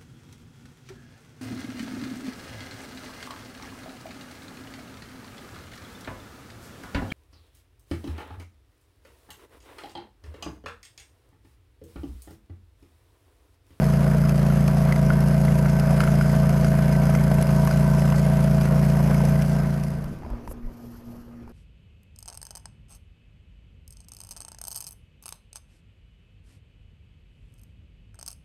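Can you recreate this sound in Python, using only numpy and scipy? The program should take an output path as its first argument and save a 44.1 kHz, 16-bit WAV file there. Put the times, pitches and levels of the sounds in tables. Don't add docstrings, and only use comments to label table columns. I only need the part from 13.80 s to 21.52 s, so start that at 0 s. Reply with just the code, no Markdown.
import sys
import numpy as np
from scipy import signal
from scipy.io import wavfile
from scipy.ndimage import uniform_filter1d

SR = 44100
rng = np.random.default_rng(int(sys.argv[2]) if len(sys.argv) > 2 else 0)


def generate_wav(sig):
    pcm = np.round(np.clip(np.atleast_2d(sig).T, -1, 1) * 32767).astype(np.int16)
    wavfile.write(sys.argv[1], SR, pcm)


N = 340452
TIME = np.arange(N) / SR

# time_s, speed_rpm
CRANK_SPEED = [(0.0, 3410), (0.2, 3376), (0.41, 3481), (0.55, 3356), (1.05, 3436), (1.22, 3394),
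               (1.5, 3427), (1.9, 3395), (2.07, 3445), (2.26, 3398), (2.62, 3425), (2.8, 3383),
               (3.28, 3426), (3.58, 3399), (4.36, 3424), (4.8, 3389), (5.0, 3416), (5.38, 3402),
               (5.73, 3465), (5.9, 3402), (6.4, 3428)]
# freq_hz, relative_db
HISS_SPECTRUM = [(4000, -27), (8000, -2), (10000, -4), (13000, 3), (15500, -6.5)]


def gain_of(db):
    return 10 ** (np.asarray(db) / 20)


def unit_rms(x):
    return x / np.sqrt(np.mean(x ** 2) + 1e-20)


def spectrum_db(points, hz):
    freq_hz, level_db = np.transpose(points)
    return np.interp(np.log(hz + 1), np.log(freq_hz + 1), level_db)


def curve(points):
    return np.interp(TIME, *np.transpose(points))


def bell_curve(centre_s, width_s):
    return np.exp(-((TIME - centre_s) / width_s) ** 2)


def wander(rate_hz):
    smoothed = uniform_filter1d(rng.standard_normal(N), 400)
    return unit_rms(signal.lfilter([1], [1, -np.exp(-2 * np.pi * rate_hz / SR)], smoothed))


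def tone(hz):
    return np.sqrt(2) * np.sin(2 * np.pi * np.cumsum(hz) / SR)


def add(mix, start_s, sound):
    part = mix[max(round(start_s * SR), 0):][:len(sound)]
    part += sound[:len(part)]


def resonate(x, hz, width_hz):
    carrier = np.exp(2j * np.pi * np.cumsum(hz * np.ones(len(x))) / SR)
    pole = np.exp(-np.pi * width_hz / SR)
    return 2 * (carrier * signal.lfilter([1 - pole], [1, -pole], x / carrier)).real


def impulse_response(points):
    log_gain = spectrum_db(points, abs(np.fft.fftfreq(2 ** 15, 1 / SR))) * np.log(10) / 20
    return np.fft.ifft(np.exp(log_gain - 1j * signal.hilbert(log_gain).imag)).real[:2 ** 13]


def noise(points, patchy_db, flicker_db):
    frames, hz = N // 256 + 5, np.fft.rfftfreq(1024, 1 / SR)
    real, imag, patches = rng.standard_normal((frames, 513, 3)).T
    patches = unit_rms(uniform_filter1d(uniform_filter1d(patches, 12, 0), 10, 1))
    flicker = unit_rms(uniform_filter1d(rng.standard_normal(frames), 3))
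    field_db = spectrum_db(points, hz)[:, None] + patchy_db * patches + flicker_db * flicker
    spectra = (real + 1j * imag) * gain_of(field_db)
    return unit_rms(signal.istft(spectra, nperseg=1024, noverlap=768)[1][:N])


def knock(level_db, hz, thwack_db, treble_db, ring_s, crack_s):
    t = np.arange(3000) / SR
    front = gain_of(-60 * t / crack_s) * np.minimum(t / 0.00047, 1)
    ring = np.sin(2 * np.pi * hz * t) * gain_of(-60 * t / ring_s)
    thwack = unit_rms(resonate(rng.standard_normal(len(t)), 1.76 * hz, hz)) * gain_of(thwack_db) * front
    crack = rng.standard_normal(len(t)) * gain_of(treble_db) * front
    return gain_of(level_db) * (1.12 * ring + 0.63 * thwack + 1.7 * crack)


def firings(uneven_db, second_db):
    cycles = np.cumsum(curve(CRANK_SPEED) / 120) / SR - 0.492
    clicks = np.zeros(N)
    for lag_cycles, level_db in ((0, 0), (3 / 8, second_db)):
        at = np.flatnonzero(np.diff(np.floor(cycles - lag_cycles)))
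        clicks[at] = gain_of(level_db + uneven_db * rng.standard_normal(400)[:len(at)])
    return clicks


def exhaust(clicks, level_db=-19):
    # freq_hz, relative_db
    muffler = [(8, -45), (28, -24), (57, -7), (85, -14), (114, -14), (142, 0), (171, -2), (199, 0),
               (228, -14), (256, -23), (312, -41), (341, -24), (370, -22), (398, -31), (426, -26),
               (455, -32), (490, -26), (540, -26), (568, -22), (600, -31), (700, -30), (1000, -50)]
    # time_s, loss_db
    stumbles = [(.9, 2), (1.155, 3.5), (2.03, 3), (2.24, 3.5), (3.65, 4), (3.9, 5), (4.531, 0.5),
                (4.86, 2.5), (5.649, 2)]
    for time_s, loss_db in stumbles:
        rebound = 0.13 * bell_curve(time_s + 0.08, 0.11)
        level_db = level_db - loss_db * (bell_curve(time_s, 0.025) - rebound)
    ring = -impulse_response(muffler)
    steady_rms = np.sqrt(np.mean(signal.oaconvolve(clicks, ring) ** 2))
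    drive = clicks * gain_of(level_db)
    lead_in = round(SR * 120 / CRANK_SPEED[0][1])
    return signal.oaconvolve(np.r_[drive[:lead_in], drive], ring)[lead_in:N + lead_in] / steady_rms


def pump_and_fan(gear_hz=644.6, rise_hz_per_s=0.5, blades=27):
    # time_s, level_db
    pump_level = [(0, -40), (.8, -39.5), (1.5, -37), (3.2, -36.5), (4.1, -37), (5.5, -39)]
    # time_s, level_db
    fan_level = [(.9, -57), (1.3, -48), (4.5, -49), (4.9, -57), (5.6, -50.5), (6.2, -46)]
    pump = tone(gear_hz + rise_hz_per_s * TIME + 0.5 * wander(rate_hz=13))
    fan = tone(blades * curve(CRANK_SPEED) / 60 + 4.66 * wander(rate_hz=14))
    fan *= gain_of(curve(fan_level) + 2.3 * wander(rate_hz=6.5))
    pump *= gain_of(curve(pump_level) + 1.2 * wander(rate_hz=7.7))
    return pump + fan


def firing_puffs(clicks):
    t = np.arange(1200) / SR
    swell = (t / 0.0028) ** 2 * np.exp(2 - 2 * t / 0.003)
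    return signal.oaconvolve(clicks * gain_of(1.34 * rng.standard_normal(N)), swell)[:N]


def clatter(puffs):
    # freq_hz, relative_db
    spectrum = [(20, -12), (50, -22), (120, -11.5), (220, -10.5), (310, -21.5), (400, -20), (480, -15),
                (650, -12), (860, -24), (1500, -22.5), (2500, -36), (3500, -32), (5000, -39.5),
                (15000, -79)]
    return gain_of(1) * noise(spectrum, patchy_db=-1, flicker_db=1.72) * (0.67 + 0.22 * puffs)


def covers(bite_db):
    # pitch_hz, width_hz, relative_db
    modes = [(965.5, 62, -14.5), (2117, 30, -28), (5050, 96, -24.5), (6330, 150, -29)]
    out = np.zeros(N)
    for hz, width_hz, relative_db in modes:
        gain = gain_of(relative_db + 1.3 * bite_db + 2.6 * wander(rate_hz=2.1))
        out += gain * unit_rms(resonate(rng.standard_normal(N), hz, width_hz))
    return out


def rattle(hits_per_s=110, parts=16):
    size_db = 4.8 * np.minimum(rng.exponential(1, N), 3)
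    hits = gain_of(size_db) * (rng.random(N) < hits_per_s / SR)
    struck_part = rng.integers(0, parts, N)
    out = np.zeros(N)
    for part, hz in enumerate(np.geomspace(450, 2200, parts)):
        ring = knock(0, hz, thwack_db=-10, treble_db=-17, ring_s=0.024, crack_s=0.055)
        out += signal.oaconvolve(hits * (struck_part == part), ring)[:N]
    return unit_rms(out)


def earth(puffs, bite_db):
    # freq_hz, relative_db
    soil_spectrum = [(1000, -16), (3000, -4.5), (5000, -3.5), (7000, -2.5), (10000, -6.5), (15000, -27)]
    # freq_hz, relative_db
    spray_spectrum = [(6000, -28), (7500, -9), (9500, -20), (12300, -12), (13500, 0), (15500, 0)]
    soil = gain_of(-44.5 + bite_db) * noise(soil_spectrum, patchy_db=2.5, flicker_db=2.3)
    grit = gain_of(-46 + 0.5 * bite_db) * noise(HISS_SPECTRUM, patchy_db=1.5, flicker_db=0.4)
    spray = gain_of(-42) * bell_curve(5.05, 0.4) * noise(spray_spectrum, patchy_db=1.5, flicker_db=-1)
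    return soil * (0.81 + 0.5 * puffs) + grit * (1.1 + 0.18 * puffs) + spray


def casing_pops(trim_db=-5.5, pitch_hz=688):
    # start_s, relative_db
    pops = [(0.022, -15), (0.267, -23), (0.335, -31), (0.652, -26), (0.724, -16), (0.97, -14.5),
            (1.638, -31), (1.99, -16), (2.108, -25), (2.34, -20), (2.989, -14.5), (3.294, -14),
            (3.515, -11.5), (3.713, -27), (4.219, -23), (4.64, -35), (5.17, -19), (5.382, -19)]
    out = np.zeros(N)
    for start_s, relative_db in pops:
        pop = knock(relative_db, pitch_hz, thwack_db=-11.5, treble_db=-25, ring_s=0.021, crack_s=0.042)
        add(out, start_s, pop)
    return gain_of(trim_db) * out


def link_ticks(fade, sharp_trim_db=-5.5, faint_db=-37, faint_per_s=5):
    # start_s, relative_db, pitch_hz
    sharp_ticks = [(0.042, -26.5, 5200), (0.8789, -25, 5430), (1.0225, -29.5, 9200), (1.124, -26.5, 4800),
                   (1.1608, -31, 4760), (1.406, -31, 5250), (1.484, -29, 11100), (1.6511, -30, 10700),
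                   (1.997, -24, 5050), (2.2034, -29, 4720), (2.239, -27, 10600), (2.4114, -32, 4980),
                   (2.6928, -26.5, 6390), (2.8454, -27.5, 4960), (3.0809, -33, 6390), (3.254, -30, 4900),
                   (3.2984, -29, 10300), (3.351, -23.5, 6110), (3.4376, -28, 5050), (3.625, -22.5, 10240),
                   (3.67, -28.5, 5050), (3.8488, -26.5, 12200), (3.8733, -24, 11400), (3.9108, -25, 4940),
                   (4.2782, -33, 4990), (4.811, -27.5, 4850), (5.05, -31, 7940), (5.228, -32, 11500),
                   (5.3427, -28, 12900), (5.452, -26.5, 6000), (5.621, -26.5, 5870), (6.0362, -32.5, 5770),
                   (6.2412, -37, 12000)]
    links_hz = [5030, 6300, 10300, 12000, 13500]
    out = np.zeros(N)
    for start_s, relative_db, hz in sharp_ticks:
        tick = knock(relative_db, hz, thwack_db=-1, treble_db=1.5, ring_s=0.024, crack_s=0.025)
        add(out, start_s, gain_of(sharp_trim_db) * tick)
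    for hz in links_hz:
        size = gain_of(faint_db + 4 * rng.standard_normal(N))
        hits = size * (rng.random(N) < faint_per_s / len(links_hz) / SR)
        tick = knock(0, hz, thwack_db=-1, treble_db=1.5, ring_s=0.021, crack_s=0.023)
        out += signal.oaconvolve(hits * fade, tick)[:N]
    return out


def stone_knocks(treble_db=-21):
    # start_s, level_db, pitch_hz, thwack_db
    blows = [(0.4384, -31, 1380, -20), (0.7023, -31, 1410, -5), (1.124, -22, 2030, -8),
             (1.1613, -33, 2040, -10), (1.3037, -19.5, 1450, -15), (1.6816, -29.5, 2040, -16),
             (1.8583, -25.5, 1380, -4), (2.2046, -20.5, 1346, 5.5), (2.2365, -25, 1410, -1),
             (2.2756, -24.5, 1370, -1), (2.4114, -22, 1450, -6), (2.6394, -27.5, 1200, -16),
             (2.8456, -24.5, 1525, -6), (3.3505, -26, 2080, -13), (3.5833, -26, 1000, -3),
             (3.8741, -23.5, 1110, -12), (3.9105, -26.5, 1495, -13), (4.3226, -25.5, 939, 3),
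             (4.8115, -33, 1480, -11), (5.1986, -28.5, 985, -15), (5.4051, -24.5, 967, -19)]
    # pitch_hz, relative_db
    boom_modes = [(1450, -9), (2070, -12.5)]
    out = np.zeros(N)
    for start_s, level_db, hz, thwack_db in blows:
        add(out, start_s, knock(level_db, hz, thwack_db, treble_db, ring_s=0.027, crack_s=0.016))
        for mode_hz, relative_db in boom_modes:
            ring = knock(level_db + relative_db, mode_hz, -8, treble_db, ring_s=0.017, crack_s=0.012)
            add(out, start_s, ring)
    return out


def lawn_air(level_db=-46.5):
    # freq_hz, relative_db
    spectrum = [(20, -20), (36, -5.5), (60, 0), (130, -11), (300, -12), (600, -21), (1200, -27),
                (2200, -37), (3500, -36), (12500, -47), (14500, -35)]
    handling_db = 6 * bell_curve(6.41, 0.34)
    return gain_of(level_db + handling_db) * noise(spectrum, patchy_db=2.2, flicker_db=1)


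def far_hum(level_db=-46.5, throb_hz=3.9, crest_s=6.55):
    # pitch_hz, relative_db
    partials = [(118.4, -54.5), (236.9, -47.5), (355.3, -67), (672.9, -93), (1238, -70.5)]
    hum = np.zeros(N)
    for hz, relative_db in partials:
        gain = gain_of(relative_db + 1.2 * wander(rate_hz=2))
        hum += gain * np.sin(2 * np.pi * (hz * TIME + rng.random()))
    throb = 1 + 0.36 * np.cos(2 * np.pi * throb_hz * (TIME - crest_s))
    return gain_of(level_db) * throb * unit_rms(hum)


def hand():
    # start_s, level_db, pitch_hz, cycles
    bumps = [(6.24, -32, 40.07, 2), (6.5, -27.5, 49.2, 3), (6.68, -32, 45, 1.6), (6.825, -26, 26, 2)]
    # start_s, level_db, pitch_hz, treble_db
    taps = [(6.422, -40, 794, -23), (6.433, -36, 840, -28), (6.449, -36, 980, -32), (6.463, -34, 630, -27),
            (6.502, -36, 660, -12), (6.534, -36, 513, -27), (6.676, -31, 945, -14), (6.713, -31, 533, -22),
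            (7.677, -43, 900, -18), (7.694, -54, 11500, -3)]
    out = np.zeros(N)
    for start_s, level_db, hz, cycles in bumps:
        progress = np.arange(0, 1, hz / cycles / SR)
        bump = np.sin(2 * np.pi * cycles * progress) * np.sin(np.pi * progress)
        add(out, start_s, gain_of(level_db) * bump)
    for start_s, level_db, hz, treble_db in taps:
        add(out, start_s, knock(level_db, hz, -8.5, treble_db, ring_s=0.025, crack_s=0.024))
    return out


def finger_slide(peak_s=6.724, peak_db=-37.5, rise_db_per_s=400, fall_db_per_s=2500):
    since_s = TIME - peak_s
    level_db = peak_db + np.minimum(rise_db_per_s * since_s, -fall_db_per_s * since_s)
    return gain_of(level_db) * noise(HISS_SPECTRUM, patchy_db=1.5, flicker_db=-1)


def rustle(start_s=6.72, rise_s=0.25, hold_s=0.41, fall_s=0.17, rest_db=-74, swell_db=-57.5):
    # freq_hz, relative_db
    spectrum = [(1500, -25), (3000, -4), (5000, -1), (8000, -2), (10500, -7), (12000, 6.5), (13500, -1),
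                (15500, -18)]
    corners_s = start_s + np.cumsum([0, rise_s, hold_s, fall_s])
    level_db = np.interp(TIME, corners_s, [rest_db, swell_db, swell_db, rest_db])
    return gain_of(level_db) * noise(spectrum, patchy_db=0, flicker_db=3)


def scene():
    # time_s, lift_db
    bite = [(0, 0), (.5, -1), (1.7, -0.5), (2.2, 2.5), (3.1, 1), (3.5, 1), (4.1, 2), (4.7, 0), (5.5, 1)]
    bite_db = curve(bite)
    fade_out = np.interp(TIME, [5.5, 6.445], [1, 0])
    fade_in = np.clip((TIME - 5.2) / 0.6, 0, 1)
    clicks = firings(uneven_db=0.35, second_db=3)
    engine = exhaust(clicks) + pump_and_fan()
    puffs = firing_puffs(clicks)
    body = gain_of(-32.5) * (clatter(puffs) + covers(bite_db) + gain_of(-15) * rattle())
    trencher = engine + body + earth(puffs, bite_db)
    impacts = stone_knocks() + link_ticks(fade_out) + casing_pops()
    lawn = far_hum() + lawn_air() + rustle() + finger_slide()
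    return (fade_out * trencher + impacts + fade_in * lawn + hand())[None]


def record(dry, cutoff_hz=15200):
    # freq_hz, gain_db
    mic_response = [(2500, 1.5), (3200, -5), (3650, -10), (4200, -6), (5000, -3), (5600, -5), (6400, -5.5),
                    (7400, -9.5), (9400, -7.5), (10300, -2.5), (12400, -5), (13400, -13.5), (15200, -18)]
    coloured = signal.oaconvolve(dry, impulse_response(mic_response)[None, :1024])[:, :N]
    low_pass = signal.firwin(511, cutoff_hz, window=("kaiser", 9), fs=SR)
    return signal.oaconvolve(coloured, low_pass[None], "same")


dry = scene()
out = record(dry)
generate_wav(out)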